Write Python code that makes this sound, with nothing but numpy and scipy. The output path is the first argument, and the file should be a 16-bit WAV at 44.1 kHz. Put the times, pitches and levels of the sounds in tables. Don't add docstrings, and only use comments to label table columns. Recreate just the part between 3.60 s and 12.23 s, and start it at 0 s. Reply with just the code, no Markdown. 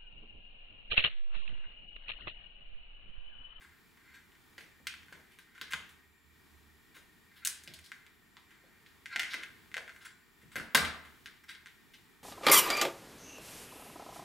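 import sys
import numpy as np
from scipy import signal
from scipy.fft import rfft, irfft, next_fast_len
from scipy.io import wavfile
from scipy.ndimage import uniform_filter1d, map_coordinates

SR = 44100
rng = np.random.default_rng(int(sys.argv[2]) if len(sys.argv) > 2 else 0)


def wav_record(signal):
    frames = np.transpose(np.atleast_2d(signal))
    bounded = np.clip(frames, -1, 1)
    quanta = np.round(bounded * 32767).astype(np.int16)
    wavfile.write(sys.argv[1], SR, quanta)


def level_to_linear(level):
    exponent = np.asarray(level, float) / 20
    return 10 ** exponent


N = 380583

# freq_hz, density_db_per_hz
HISS_SPECTRUM = [(15, -43), (25, -14.5), (75, -14), (144, -13), (179, -11), (351, -15), (447, -18),
                 (526, -31.5), (901, -22), (1630, -20.5), (2320, -26), (3380, -25.5), (6630, -34),
                 (7580, -34), (15700, -32)]
HISS_LEVEL_DB = -65
# freq_hz, likeness_0_to_1
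HISS_LIKENESS = [(60, 0.38), (200, 0.18), (640, 0.68), (1410, 0.65), (3100, 0.51), (5000, 0.52),
                 (6000, 0.89), (8600, 0.87), (11000, .6), (15000, 0.31)]
# centre_hz, width_hz, level_db
FAN_TONES = [(1830, 40, 4.5), (1960, 83, -4.5), (2150, 27, -5.5), (2360, 56, -0.5), (3550, 46, -7.5),
             (3550, 76, -18), (4700, 28, -15), (11600, 54, -14)]
# pitch_hz, level_db
WHINE_TONES = [(7321, -86.5), (14637, -85.5)]
# time_s, level_db
DRONE_LEVEL = [(0.0, -84), (0.12, -69), (0.21, -94), (0.46, -80), (0.91, -85), (1.08, -82), (1.15, -77),
               (1.25, -68.5), (1.34, -68), (1.46, -66.5), (1.8, -90), (2.19, -67), (2.28, -76), (2.6, -79),
               (2.71, -66), (3.17, -72.5), (3.24, -81), (3.39, -71), (3.56, -97), (3.6, -76.5), (4.2, -65),
               (4.37, -89), (4.45, -71), (4.49, -82), (5.12, -85), (5.79, -72), (5.89, -80), (6.51, -85),
               (6.75, -102), (6.82, -65.5), (7.04, -62), (7.09, -88), (7.16, -55), (7.26, -45), (7.33, -57),
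               (7.45, -71), (7.55, -74), (7.76, -88), (7.91, -77), (8.27, -79), (8.34, -84), (8.63, -89)]
# centre_hz, width_hz, level_db
DRONE_MODE = [(75, 12, 0)]
# freq_hz, t60_s, level_db
ROOM_DECAY = [(216, 0.52, 7), (755, 0.53, 3.5), (1510, 0.62, -4), (4160, 0.43, -1.5), (9300, 0.32, -2),
              (15000, 0.26, -11.5)]
# freq_hz, likeness_0_to_1
ROOM_LIKENESS = [(100, 0.22), (400, 0.83), (1500, 0.7), (4500, 0.41), (6000, 0.99), (8600, 0.97),
                 (12000, 0.57)]
# delay_s, level_db
NEAR_ECHOES = [(.0037, -5.5), (.0058, -7), (.0092, -17.5), (0.0131, -11), (.021, -18.5), (.027, -15)]
# start_s, peak_db, pitch_hz
DESK_KNOCKS = [(0.98, -55, 339), (1.2, -64, 207), (1.523, -57, 228), (2.014, -58.5, 266), (2.133, -56, 196),
               (3.365, -63, 223), (4.077, -57, 196), (5.039, -62, 423), (5.063, -75, 180),
               (5.558, -47, 664), (5.743, -52, 337), (6.165, -48, 520), (6.831, -61, 156),
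               (6.957, -53, 183), (6.978, -49.5, 284), (7.147, -29, 476), (7.169, -41, 796),
               (2.134, -59.5, 188),
    (5.743, -60, 178),
    (6.956, -46, 207),
    (7.151, -37.5, 206),
    (7.189, -44, 283),
]
# (pitch_hz, level_db, t60_s)
BLADE_RINGS = [
    (6.42, -60, [(9450, 0, .05), (10450, -2, .06)]),
    (6.455, -56, [(2470, -4, .08), (4670, -3, .12), (7440, 0, .1), (10450, -6, .1), (13100, -8, .05)]),
    (6.958, -51, [(10310, -2, .16), (13060, 0, .16)]),
    (7.149, -40, [(3765, -2, .12), (5512, 0, .16), (6328, -8, .1), (10316, -6, .1)]),
]
# centre_hz, width_hz, level_db
SHELL_MODES = [(1056, 26, -2), (1380, 40, 3.5), (1610, 197, 7.5), (1744, 24, 0), (2021, 83, 9),
               (2327, 150, -6), (3010, 73, -27.5), (3826, 91, -9), (4240, 98, -3.5)]
# time_s, body_db, fizz_db
SCRAPE_STROKES = [
    [(0.0, -68, -84), (0.146, -66, -89.5), (0.3, -81, -72.5)],
    [(0.35, -73, -73), (0.512, -55, -78.5), (0.8, -92, -83)],
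    [(1.85, -65.5, -78), (2.02, -64, -80)],
    [(3.7, -60, -83), (3.802, -65, -80), (3.85, -41, -67)],
    [(4.0, -70, -64), (4.084, -56.5, -60.5), (4.276, -68, -63), (4.444, -60, -64), (4.5, -65, -74)],
    [(4.85, -71, -74), (4.94, -61.5, -79), (5.3, -75, -97)],
    [(5.47, -56, -78), (5.528, -35.5, -58), (5.634, -56, -65), (5.696, -48.5, -67.5), (5.92, -59.5, -70)],
    [(6.1, -73, -77), (6.18, -81.5, -107), (6.292, -65, -73), (6.35, -64, -52), (6.55, -56.5, -77)],
    [(7.85, -65, -77), (7.928, -62, -70), (8.2, -70, -58)],
]
# start_s, peak_db, pitch_hz, ribs_db, edge_db, length_s
SHORT_SLIDES = [(0.0094, -42.5, 1420, -26, -22, 0.039), (0.452, -57, 1610, -23, -16, 0.037),
                (0.5385, -43.5, 1610, -26, -14, 0.035), (0.6015, -65.5, 1770, -21.5, -19, 0.014),
                (1.002, -46, 1540, -23, -9, 0.028), (2.1095, -36, 1610, -16, -8.5, 0.014),
                (3.3454, -45, 1490, -7, -9, 0.043), (3.761, -52, 1390, -2.5, -3, 0.031),
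                (5.7006, -45, 1460, 5.5, -5, 0.049), (5.806, -44.5, 1930, -17, -27, 0.036),
                (6.412, -49, 1410, -5, -9, 0.025), (6.4497, -36.5, 1610, -11.5, -10, 0.02),
                (6.816, -54.5, 1880, -17, -12, 0.024), (6.926, -57, 1360, -4, -2.5, 0.03),
                (7.839, -47, 1580, -12, -8, 0.01), (7.8846, -35.5, 1610, -7.5, -15, 0.03),
                (8.3384, -47.5, 2110, -3, -10.5, 0.016)]
# start_s, peak_db, wall_hz, ribs_db, edge_db,
# looseness_db
CATCH_SNAPS = [(0.3721, -51, 1560, -29, -25, 4), (0.7188, -53, 1720, -20, -24, 0),
               (0.7522, -53.5, 1520, -26, -24, 0), (0.9802, -38, 1970, -31, -24, 4.5),
               (1.0095, -55.5, 1550, 0.5, -14, 6), (1.27, -26, 2560, -47, -23, 3.5),
               (1.269, -28.5, 1700, -8, -10, -13), (1.2839, -39, 1610, -21, -26, 0),
               (1.2974, -41, 1620, -17, -15, 8), (1.3392, -38, 1570, -11, -22, -11),
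               (1.431, -49, 2020, -23, -23, -5), (1.483, -49.5, 1590, -25, -25, 2),
               (1.5253, -40, 1570, -25.5, -45, 5.5), (1.713, -57.5, 2280, -25, -10, 21),
               (1.7871, -45, 1520, -8, -10, 5), (1.9495, -52.5, 1600, -26, -22, 16),
               (1.9789, -43.5, 1463, -18, -20, 2), (2.0128, -32.5, 1610, -3, -13, 2),
               (2.032, -42, 2780, -4, -23, -4), (2.0807, -47, 1580, -14, -16, 4),
               (2.1224, -29, 2040, -35, -16, 2), (2.134, -21.5, 1540, -38, -40, 0),
               (2.1418, -31, 1880, -29, -30.5, -6), (2.2903, -48.5, 1580, -10, -6, 8.5),
               (3.3682, -43.5, 1520, -20, -23, -12), (3.8486, -30, 2640, -5.5, 7.5, 4),
               (3.8565, -33, 1580, 0, 3, 6), (3.8722, -33.5, 1670, 1, 13, -6),
               (4.0364, -59, 1630, 5, 11, 0), (4.0752, -39.5, 2140, -1, -14, 2),
               (4.137, -51.5, 2240, 7, 4, 3.5), (4.1894, -47, 1890, -11, -4, -6),
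               (4.2397, -66, 1840, 6, 8, 16), (4.26, -69, 1830, 6, 2, 5),
               (4.3175, -32, 1610, -25, -36, -1.5), (4.4648, -49, 1650, -4.5, -12, 0),
               (4.7681, -44.5, 1130, -4, -21, 1.5), (4.9057, -52, 1820, -23, -20, 12),
               (5.2618, -51, 1570, -6, -18, 7), (5.458, -32.5, 1970, -23, -38, -0.5),
               (5.5604, -19.5, 1970, -23, -26, -7.5), (5.5944, -21.5, 1970, -30, -33, 5.5),
               (5.6316, -27, 2000, -23, -41, -0.5), (5.7338, -42.5, 1680, -17, -7, 0),
               (5.7413, -25, 1720, -20, -31, 1), (5.8282, -43, 1860, -9, -26, 0),
               (5.8325, -38, 1860, -35, -29, -5), (6.1157, -45.5, 1790, -10, -27, 1.5),
               (6.1419, -26.5, 1850, -22, -43, -3), (6.1677, -26.5, 1870, -16, -41, -4.5),
               (6.1786, -27.5, 1480, -36, -44, -3.5), (6.2781, -37.5, 1570, -22, -37, -0.5),
               (6.2938, -38.5, 1560, -30, -31, -1), (6.314, -56, 1670, -22, -24, 4),
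               (6.3624, -46, 1510, -19, -18, -4), (6.916, -50.5, 1380, -7.5, -6.5, 17),
               (6.9566, -28, 1640, -40, -11.5, 2.5), (6.9635, -28, 1560, -33, -24, 3),
               (6.9824, -33, 1510, -42, -39, 9), (6.9988, -33.5, 1510, -31, -21, 1),
               (7.1474, -19, 1150, 0.5, -0.5, 2), (7.1499, -9.5, 1700, -44, -24, -13.5),
               (7.1543, -16.5, 1320, -5, -7, 2), (7.1569, -20.5, 1490, -40, -21, 4),
               (7.172, -16.5, 1340, -33, -17, 7), (7.2486, -28, 1470, -4.5, -16, 6),
               (7.45, -47.5, 1350, -11, -15, 11), (7.6584, -37.5, 1700, -3.5, -14, 2),
               (7.6718, -42, 1770, -16, -25, -19), (7.6797, -46.5, 1530, -36, -23, 3),
               (7.8365, -58, 1560, -21, -9, -13), (7.8913, -44, 1660, 0, -4.5, -1),
               (7.9056, -42, 2000, -26, -12, 10), (7.9502, -46, 1610, 0, -24, -1),
               (8.0592, -39.5, 1760, -22, -17, -5), (8.0697, -42.5, 1910, -6, -22, 3),
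               (2.1343, -24, 1600, -14, -24, -2),
    (4.2605, -62, 1800, 10, 8, 4),
    (5.7345, -30, 1600, -6, -16, 3),
    (5.8348, -32, 1900, -10, -18, -4),
]
# freq_hz, left_minus_right_db
PORT_LEAN = [(60, -2), (180, -1.0), (550, 1.5), (1650, 1.0), (4970, 1), (15000, 0.0)]
STEADY_HZ, ATTACK_HZ = 15780, 16750


def unit(x):
    return x / np.sqrt(np.mean(x ** 2) + 1e-20)


def along(points, hz, axis=1):
    points = np.asarray(points)
    return np.interp(np.log(hz + 1), np.log(points[:, 0] + 1), points[:, axis])


def filtered(x, response):
    padded = next_fast_len(x.shape[-1] + 4096)
    spectrum = rfft(x, padded) * response(np.fft.rfftfreq(padded, 1 / SR))
    return irfft(spectrum, padded)[..., :x.shape[-1]]


def modes(table):
    def response(f):
        total = 0
        for k, (centre_hz, width_hz, db) in enumerate(table):
            damping = 1j * f * width_hz
            total = total + (-1) ** k * level_to_linear(db) * damping / (centre_hz ** 2 - f * f + damping)
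        return total
    return response


def above(hz):
    return lambda f: (1j * f / hz) ** 2 / (1 + 1.2j * f / hz - (f / hz) ** 2)


def wobble(rate_hz):
    knots = rng.standard_normal(int(N * rate_hz / SR) + 4)
    return map_coordinates(knots, [np.arange(N) * rate_hz / SR])


def pair(size, likeness):
    def mid_side(hz):
        turn = np.arccos(np.clip(along(likeness, hz), -1, 1)) / 2
        return np.array([np.cos(turn), np.sin(turn)])
    mid, side = filtered(rng.standard_normal((2, size)), mid_side)
    return np.array([mid + side, mid - side])


def grit(size, spiky_db):
    strength = np.repeat(rng.exponential(size=size), 12)[:size]
    return unit(rng.standard_normal(size) * level_to_linear(spiky_db * strength))


def add(track, start_s, sound):
    spot = track[round(start_s * SR):][:len(sound)]
    spot += sound[:len(spot)]


def workshop():
    t = np.arange(N) / SR
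    hiss = unit(filtered(pair(N, HISS_LIKENESS), lambda f: level_to_linear(along(HISS_SPECTRUM, f))))
    hiss = level_to_linear(HISS_LEVEL_DB + 1.5 * wobble(3.89)) * hiss
    fan = level_to_linear(-71) * unit(filtered(pair(N, HISS_LIKENESS), modes(FAN_TONES)))
    whine = np.zeros(N)
    for hz, db in WHINE_TONES:
        level = level_to_linear(db + 5.5 + 1.1 * wobble(10))
        whine += level * np.sin(2 * np.pi * hz * t + 0.36 * wobble(30))
    drone = unit(filtered(pair(N, [(75, .9)]), lambda f: modes(DRONE_MODE)(f) ** 2))
    drone = level_to_linear(np.interp(t, *np.transpose(DRONE_LEVEL))) * drone * level_to_linear([[-2.5], [2.5]])
    return hiss + fan + whine + drone


def room(x):
    step, size = SR // 4, 30000
    out = np.zeros((2, N + 2 * SR))
    for start in range(0, N, step):
        hz, t, z = signal.stft(pair(size, ROOM_LIKENESS), SR, nperseg=256)
        decay = level_to_linear(-60 * t / along(ROOM_DECAY, hz)[:, None]) * (1 - np.exp(-t / 0.0045))
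        energy = np.sum(decay ** 2, axis=1, keepdims=True) * 128
        decay *= level_to_linear(along(ROOM_DECAY, hz, axis=2))[:, None] / np.sqrt(energy)
        tail = signal.istft(z * decay, SR, nperseg=256)[1]
        block = np.resize(x[start:][:step], (1, step))
        spot = out[:, start:][:, :step + tail.shape[1] - 1]
        spot += signal.fftconvolve(block, tail, axes=1)
    return out[:, :N]


def echoes(x):
    dull = filtered(x, lambda f: 1 / (1 + 1j * f / 12000))
    out = np.zeros((2, N))
    for delay_s, db in NEAR_ECHOES:
        lags = round(delay_s * SR) + rng.integers(-2, 3, size=2)
        out += level_to_linear(db) * np.array([np.roll(dull, lag) for lag in lags])
    return out


def knocks():
    out, t = np.zeros(N), np.arange(4096) / SR
    for start_s, db, hz in DESK_KNOCKS:
        burst = level_to_linear(-60 * t / 0.013) * rng.standard_normal(len(t))
        thud = filtered(burst, modes([(hz, hz / 1.4, 0), (hz * 3.87, hz, -8)]))
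        thud = filtered(thud, lambda f: above(110)(f) / (1 + 1j * f / 700))
        add(out, start_s, level_to_linear(db + 5.5) * thud / np.max(np.abs(thud)))
    return out


def blade():
    out, t = np.zeros(N), np.arange(SR // 3) / SR
    for start_s, db, steel in BLADE_RINGS:
        for hz, level_db, t60_s in steel:
            beat = 1 - .7 * np.cos(2 * np.pi * rng.uniform(24, 32) * t)
            envelope = level_to_linear(db + level_db - 60 * t / min(t60_s, .25)) * (1 - np.exp(-t / 0.0024))
            add(out, start_s, envelope * beat * np.sin(2 * np.pi * hz * t))
    return out


def scrape():
    body_db, fizz_db = np.full((2, N), -130.)
    for rows in SCRAPE_STROKES:
        s, *levels_db = np.transpose(rows)
        span = np.arange(round(s[0] * SR), round(s[-1] * SR))
        fade_db = 20 * np.log10(signal.windows.tukey(len(span), .25) + 1e-4)
        body_db[span], fizz_db[span] = [np.interp(span / SR, s, db) + fade_db for db in levels_db]
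    rub = grit(N, spiky_db=2) * level_to_linear(0.83 * wobble(25))
    body = unit(filtered(rub, modes(SHELL_MODES + [(2400, 5000, -16.5)])))
    body = filtered(body, above(1200))
    fizz = unit(filtered(rub, modes([(8700, 15000, 0)])))
    return level_to_linear(body_db - 7.5) * body + level_to_linear(fizz_db - 16.5) * fizz


def even(x):
    energy = np.linalg.norm(x, axis=1, keepdims=True)
    return x / energy * np.linalg.norm(x[0]) / np.max(np.abs(x[0]))


def struck(force, wall_hz, ribs_db, edge_db):
    both = np.array([force, np.arange(len(force)) == 0])
    slip = rng.standard_normal(384) * level_to_linear(-.16 * np.arange(384))
    ragged = np.array([signal.fftconvolve(force, slip)[:len(force)], both[1]])

    def wall_response(f):
        ringing = modes([(wall_hz, wall_hz / 3.02, 0)])(f) + level_to_linear(-9.0) * modes(SHELL_MODES)(f)
        return above(.72 * wall_hz)(f) ** 2 * ringing

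    wall = filtered(both, wall_response)
    ribs = filtered(both, lambda f: -above(2100)(f) ** 2 * modes([(3600, 1600, 0), (5300, 2000, -4)])(f))
    edge = filtered(ragged, lambda f: above(5800)(f) * modes([(8500, 9000, 0)])(f))
    return even(wall) + level_to_linear(ribs_db + 4.5) * even(ribs) + level_to_linear(edge_db + 3.0) * even(edge)


def slides():
    out = np.zeros(N)
    for start_s, db, hz, ribs_db, edge_db, length_s in SHORT_SLIDES:
        u = np.arange(6000) / SR / max(length_s, .004)
        force = u * np.exp(-2.5 * u) * grit(len(u), spiky_db=2.5)
        add(out, start_s - .004, level_to_linear(db - 4) * struck(force, hz, ribs_db, edge_db)[0])
    return out


def snaps():
    near, sent, t = np.zeros(N), np.zeros(N), np.arange(2048) / SR
    for start_s, db, hz, ribs_db, edge_db, loose_db in CATCH_SNAPS:
        force = level_to_linear(1.9 * loose_db - 21.5 - 60 * t / 0.028) * grit(len(t), spiky_db=3.5)
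        force[:3] += [.6, 1, .4]
        click, blow = level_to_linear(db + 1.0) * struck(force, hz, ribs_db, edge_db)
        add(near, start_s + .0006, click)
        add(sent, start_s + .0006, level_to_linear(0.65 * loose_db) * blow)
    return near, sent


def scene():
    near, sent = snaps()
    rest = slides() + scrape() + knocks() + blade()
    return near + rest + echoes(near + rest) + room(sent + rest) + workshop()


def band_limit(x):
    return signal.sosfilt(signal.butter(12, 16830, fs=SR, output="sos"), x)


def record(dry):
    ports = filtered(dry, lambda f: level_to_linear(along(PORT_LEAN, f) * [[.5], [-.5]]))
    ports = ports / (1 + np.abs(ports / .45) ** 4) ** .25
    ports = filtered(ports, lambda f: f < ATTACK_HZ)
    top = filtered(ports, lambda f: f > STEADY_HZ)
    now, around = (uniform_filter1d(np.abs(top[0]), size=size) for size in (128, 2048))
    attack = uniform_filter1d(1. 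* (now > 2.4 * around + level_to_linear(-75)), size=512) * 8
    gate = uniform_filter1d(np.clip(attack, 0, 1), size=200)
    return band_limit(ports - top * (1 - gate))


dry = scene()
out = record(dry)
wav_record(out)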